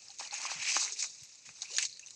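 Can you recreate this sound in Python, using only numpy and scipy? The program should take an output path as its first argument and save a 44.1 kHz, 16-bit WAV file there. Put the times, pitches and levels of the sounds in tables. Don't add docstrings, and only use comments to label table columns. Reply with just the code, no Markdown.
import sys
import numpy as np
from scipy import signal
from scipy.fft import rfft, irfft
from scipy.io import wavfile
from scipy.ndimage import uniform_filter1d, map_coordinates

SR = 44100
rng = np.random.default_rng(int(sys.argv[2]) if len(sys.argv) > 2 else 0)


def master(y):
    cut = np.clip(np.atleast_2d(y).T, -1, 1)
    pcm = np.round(cut * 32767)
    wavfile.write(sys.argv[1], SR, pcm.astype(np.int16))


N = 94815


def amp(db):
    return 10 ** (np.asarray(db) / 20)


def unit(x):
    return x / np.sqrt(np.mean(x ** 2) + 1e-20)


def coloured(x, points):
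    f, level = np.transpose(sorted(points))
    hz = np.fft.rfftfreq(8192, 1 / SR)
    gain_db = np.interp(np.log(hz + 1), np.log(f + 1), np.maximum(level, -100))
    cepstrum = irfft(np.log(amp(gain_db)))
    cepstrum[1:4096] *= 2
    cepstrum[4097:] = 0
    impulse = irfft(np.exp(rfft(cepstrum)))
    return signal.fftconvolve(x, impulse)[:N]


def wobble(rate):
    knots = rng.standard_normal(int(N * rate / SR) + 4)
    return map_coordinates(knots, [np.arange(N) * rate / SR])


def rings(s, db, hz, t60, rise, attack_s, size):
    t = np.arange(size) / SR
    s, db, hz, t60 = (np.asarray(a)[:, None] for a in (s, db, hz, t60))
    decay = amp(db - 60 * t / t60)
    attack = (1 - np.exp(-t / attack_s)) ** 2
    wave = decay * attack * np.sin(2 * np.pi * hz * t * (1 + rise * t / t60))
    at = np.round(s * SR).astype(int) + np.arange(size)
    return np.bincount(at.ravel(), wave.ravel(), N + SR)[:N]


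PATCHY_DB = 2


def patchy():
    z = signal.stft(rng.standard_normal(N), nperseg=256)[2]
    field = uniform_filter1d(rng.standard_normal(z.shape), size=4, axis=0)
    field = uniform_filter1d(field, size=7, axis=1)
    return signal.istft(z * amp(PATCHY_DB * unit(field)), nperseg=256)[1][:N]


GRAINS_PER_S, SIZE_SPREAD_DB = 1900, 4.3
RISE = 0.058


def fizz(spectrum, centre_hz, cycles, grain_db, flutter_db):
    count = int(GRAINS_PER_S * N / SR)
    s = rng.random(count) * N / SR
    db = -SIZE_SPREAD_DB * np.log(rng.random(count) + .01)
    hz = np.clip(centre_hz * np.exp(0.399 * rng.standard_normal(count)), 100, 15000)
    grains = rings(s, db, hz, cycles / hz, RISE, attack_s=.00012, size=600)
    noise = patchy() * amp(flutter_db * wobble(140))
    return unit(unit(coloured(noise, spectrum)) + amp(grain_db) * unit(coloured(grains, spectrum)))


# t/s, spray level/dB, middle rustle level/dB, low slosh level/dB
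MESH_LEVELS = [(0, -55.5, -66, -73.5), (.12, -54, -66, -72), (0.187, -57, -71, -84),
               (0.201, -41, -48.5, -59), (0.223, -45, -52, -57), (.26, -45.5, -59, -59),
               (0.303, -55.5, -67, -72), (0.33, -42.5, -44, -48), (.36, -40.5, -46.5, -59.5),
               (.4, -46, -48, -53), (.465, -37, -44, -51.5), (0.482, -46, -43.5, -48),
               (0.518, -37.5, -43.5, -51.5), (0.566, -46, -47.5, -56.5), (0.662, -38.5, -40.5, -57),
               (0.693, -34, -33.5, -53.5), (0.733, -33, -42.5, -56), (0.762, -31.5, -34.5, -47),
               (0.793, -32.5, -45, -55), (.83, -31.5, -47, -48), (0.867, -37.5, -45.5, -53),
               (.915, -45.5, -54, -66.5), (0.932, -40.5, -59, -66), (0.958, -51, -59, -74),
               (1.004, -33.5, -49, -65), (1.043, -37, -52.5, -54), (1.094, -50.5, -68, -77),
               (1.2, -53, -68.5, -78.5), (1.439, -60, -70.5, -80.5), (1.47, -48.5, -56.5, -70.5),
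               (1.521, -58, -66, -77.5), (1.618, -50, -65.5, -69), (1.623, -36, -56, -56.5),
               (1.66, -54, -66.5, -72), (1.76, -41, -55, -65), (1.783, -49, -45, -71),
               (1.788, -34.5, -35.5, -59.5), (1.81, -36, -45, -57), (1.829, -30.5, -36.5, -65.5),
               (1.847, -41.5, -51.5, -61), (1.854, -35.5, -52, -71), (1.883, -51.5, -66, -90),
               (2.05, -60.5, -70.5, -78), (2.15, -57.5, -76, -78)]
# f/Hz, level/dB (per Hz)
SPRAY_COLOUR = [(1940, -60), (3300, -17), (3840, -3.5), (4960, -1), (6490, 4.5), (7250, -2), (7990, -5),
                (8800, -20.5), (9250, -15), (10200, -38.5), (11550, -38.5), (12200, -63), (13000, -61),
                (13700, -61), (16000, -48)]
RUSTLE_COLOUR = [(1000, -40), (1700, -13), (2540, 1), (2950, -6.5), (3350, -10.5), (7480, -58.5)]
SLOSH_COLOUR = [(150, -50.5), (250, -10.5), (468, -18.5), (808, -2), (1800, 0.5), (2340, -30), (3960, -120)]
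SURGE_DB, SURGES_PER_S = 1.2, 95


def mesh():
    s, *levels = np.transpose(MESH_LEVELS)
    spray, rustle, slosh = (amp(np.interp(np.arange(N) / SR, s, db)) for db in levels)
    surge = unit(amp(SURGE_DB * wobble(SURGES_PER_S)))
    return surge * (
        spray * fizz(SPRAY_COLOUR, centre_hz=5800, cycles=6.9, grain_db=-5, flutter_db=1.0)
        + rustle * fizz(RUSTLE_COLOUR, centre_hz=2626, cycles=27, grain_db=-4, flutter_db=0.5)
        + slosh * fizz(SLOSH_COLOUR, centre_hz=958, cycles=23, grain_db=3.5, flutter_db=-4.4))


# f/Hz, level/dB (per Hz)
HISS_COLOUR = [(25, -13), (43, -3), (106, -2.5), (285, -9.5), (587, -8), (716, -17.5), (1590, -18),
               (2300, -11), (3430, -29.5), (3980, -14.5), (6220, -4.5), (7400, -4.5), (9490, -28),
               (12300, -35), (16000, -65)]
HISS_DB = -66


def hiss():
    level = amp(HISS_DB + 1.4 * wobble(6.14))
    return level * unit(coloured(rng.standard_normal(N), HISS_COLOUR))


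# f/Hz, level/dB
PORT_RESPONSE = [(1000, -23.5), (2500, -2), (3300, -5), (4000, 7), (6500, -2), (8000, 0.5), (10200, -20),
                 (11500, -27.5), (16000, -61)]
SPLAT_ATTACK_S = 0.00076


def splats(s, db, t60, size=1500):
    out, t = np.zeros(N + size), np.arange(size) / SR
    attack = 1 - np.exp(-t / SPLAT_ATTACK_S)
    for when, level, noise in zip(s, db, rng.standard_normal((len(s), size))):
        out[round(when * SR):][:size] += amp(level - 60 * t / t60) * attack * noise
    return coloured(out[:N], PORT_RESPONSE)


# t/s, ring level/dB (before its attack), ring f/Hz, splat level over the ring/dB
DROP_HITS = [(0.0457, -37, 7800, -27), (0.0836, -26.5, 5070, -13.5), (0.1034, -26, 4220, -12),
             (0.186, -25, 6450, -9), (0.2505, -28.5, 2790, -1.5), (0.2744, -27, 4430, -10),
             (0.31, -19.5, 4170, -20), (0.3409, -16.5, 6590, -7), (0.4159, -21.5, 4620, 1.5),
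             (0.4626, -21.5, 2400, -4), (0.6882, -14.5, 5900, -6), (0.7002, -15.5, 5720, -5),
             (0.717, -18, 5200, -6), (0.8783, -20, 2130, -16), (0.9225, -17, 6340, -23),
             (.9945, -29, 6600, 0.5), (1.0245, -10.5, 6570, -11), (1.027, -15.5, 5330, -32),
             (1.2332, -31, 6150, -2.5), (1.355, -32.5, 7030, -8), (1.4912, -32.5, 2480, -25),
             (1.6196, -16.5, 6240, -14), (1.656, -28.5, 2420, -6), (1.765, -19, 5800, -6),
             (1.7672, -12.5, 5660, -8.5), (1.773, -11.5, 6600, -22), (1.7834, -8, 6160, -1.5),
             (1.826, -16.5, 6170, -1), (1.8521, -12, 4270, -9), (1.8555, -15, 6790, -22),
             (1.896, -27, 4150, -16), (1.9271, -28, 4370, -7), (1.9398, -34, 4170, -18),
             (1.9714, -29.5, 4330, -10), (1.9943, -25, 6360, -5), (2.0619, -26.5, 6200, -10),
             (2.0706, -26, 5830, -7), (2.0835, -35, 2670, 1.5), (2.1061, -29, 6550, -4)]
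DROP_T60_S, SPLAT_T60_S = 0.0066, 0.0091


def drops():
    s, db, hz, splat_db = np.transpose(DROP_HITS)
    bubbles = rings(s, db, hz, np.full(len(s), DROP_T60_S), RISE, attack_s=0.00055, size=3000)
    return bubbles + splats(s, db + splat_db, SPLAT_T60_S)


BANKS_DB, BANKS_T60_S = -7, 0.048


def banks(x):
    tail = rng.standard_normal(8000) * amp(-60 * np.arange(8000) / SR / BANKS_T60_S)
    return signal.fftconvolve(np.pad(x, (90, 0)), tail / np.linalg.norm(tail))[:N]


# t/s, level/dB (before the attack), f/Hz, t60/s
RIB_KNOCKS = [(.095, -57.5, 793, 0.079), (.198, -38, 960, 0.029), (0.21, -28.5, 860, 0.01),
              (.327, -39, 836, 0.044), (0.4526, -25, 1060, 0.014), (0.5161, -26, 907, 0.01),
              (.7662, -4, 1130, 0.0028), (0.7663, -29, 350, 0.011), (1.027, -25, 2270, 0.0093),
              (1.0425, -27, 2130, 0.0051), (1.235, -61.5, 11500, 0.053), (1.491, -20.5, 1400, 0.0014),
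              (1.6197, -23, 4010, 0.0099), (1.7843, -18, 1810, 0.009), (1.784, -16.5, 3740, 0.0066),
              (1.995, -49.5, 1816, 0.025)]


def knocks():
    s, db, hz, t60 = np.transpose(RIB_KNOCKS)
    return rings(s, db, hz, t60, rise=0, attack_s=0.00024, size=3000)


# middle t/s, length/s, level/dB, f/Hz (at the middle), glide/(Hz per s)
SWELLS = [(0.235, 0.063, -56, 1790, 7000), (0.284, 0.084, -55.5, 2280, -7000),
          (.58, 0.091, -59.5, 150, 600), (0.926, 0.13, -67.5, 426, 0), (1.228, 0.031, -62.5, 93, 0),
          (1.492, 0.053, -61.5, 121.6, 0), (1.654, 0.023, -53, 2200, 4998), (1.706, 0.23, -58, 2706, 5011),
          (1.716, 0.038, -66.5, 1094, 0), (1.734, 0.071, -63, 513, 3000), (1.95, 0.1, -56.5, 4210, 0),
          (2.037, 0.03, -57, 2600, -1)]
SWELL_WIDTH_HZ, SWELL_WIDTH_SHARE = 53, 0.051


def swells():
    out, t, f = np.zeros(N), np.arange(N) / SR, np.fft.rfftfreq(N, 1 / SR)
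    for middle, length, db, hz, glide in SWELLS:
        since = t - middle
        slow = np.exp(-.5 * (f / (SWELL_WIDTH_HZ + SWELL_WIDTH_SHARE * hz)) ** 2)
        a, b = irfft(rfft(rng.standard_normal((2, N))) * slow, N)
        phase = 2 * np.pi * (hz + .5 * glide * since) * since
        arch = np.cos(np.pi * np.clip(since / length, -.5, .5))
        out += amp(db) * arch * unit(a * np.cos(phase) + b * np.sin(phase))
    return out


HIT_LOW_HZ, HIT_TOP_HZ = 365, 12600


def scene():
    band = signal.butter(4, [HIT_LOW_HZ, HIT_TOP_HZ], "band", fs=SR, output="sos")
    hits = signal.sosfilt(band, drops() + knocks())
    answer = amp(BANKS_DB) * banks(hits)
    return (mesh() + hits + answer + swells() + hiss())[None]


LOW_CUT_HZ, TOP_HZ = 89, 15500


def record(dry):
    dry = signal.sosfilt(signal.butter(2, LOW_CUT_HZ, "high", fs=SR, output="sos"), dry)
    return irfft(rfft(dry) * (np.fft.rfftfreq(N, 1 / SR) < TOP_HZ), N)


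dry = scene()
out = record(dry)
master(out)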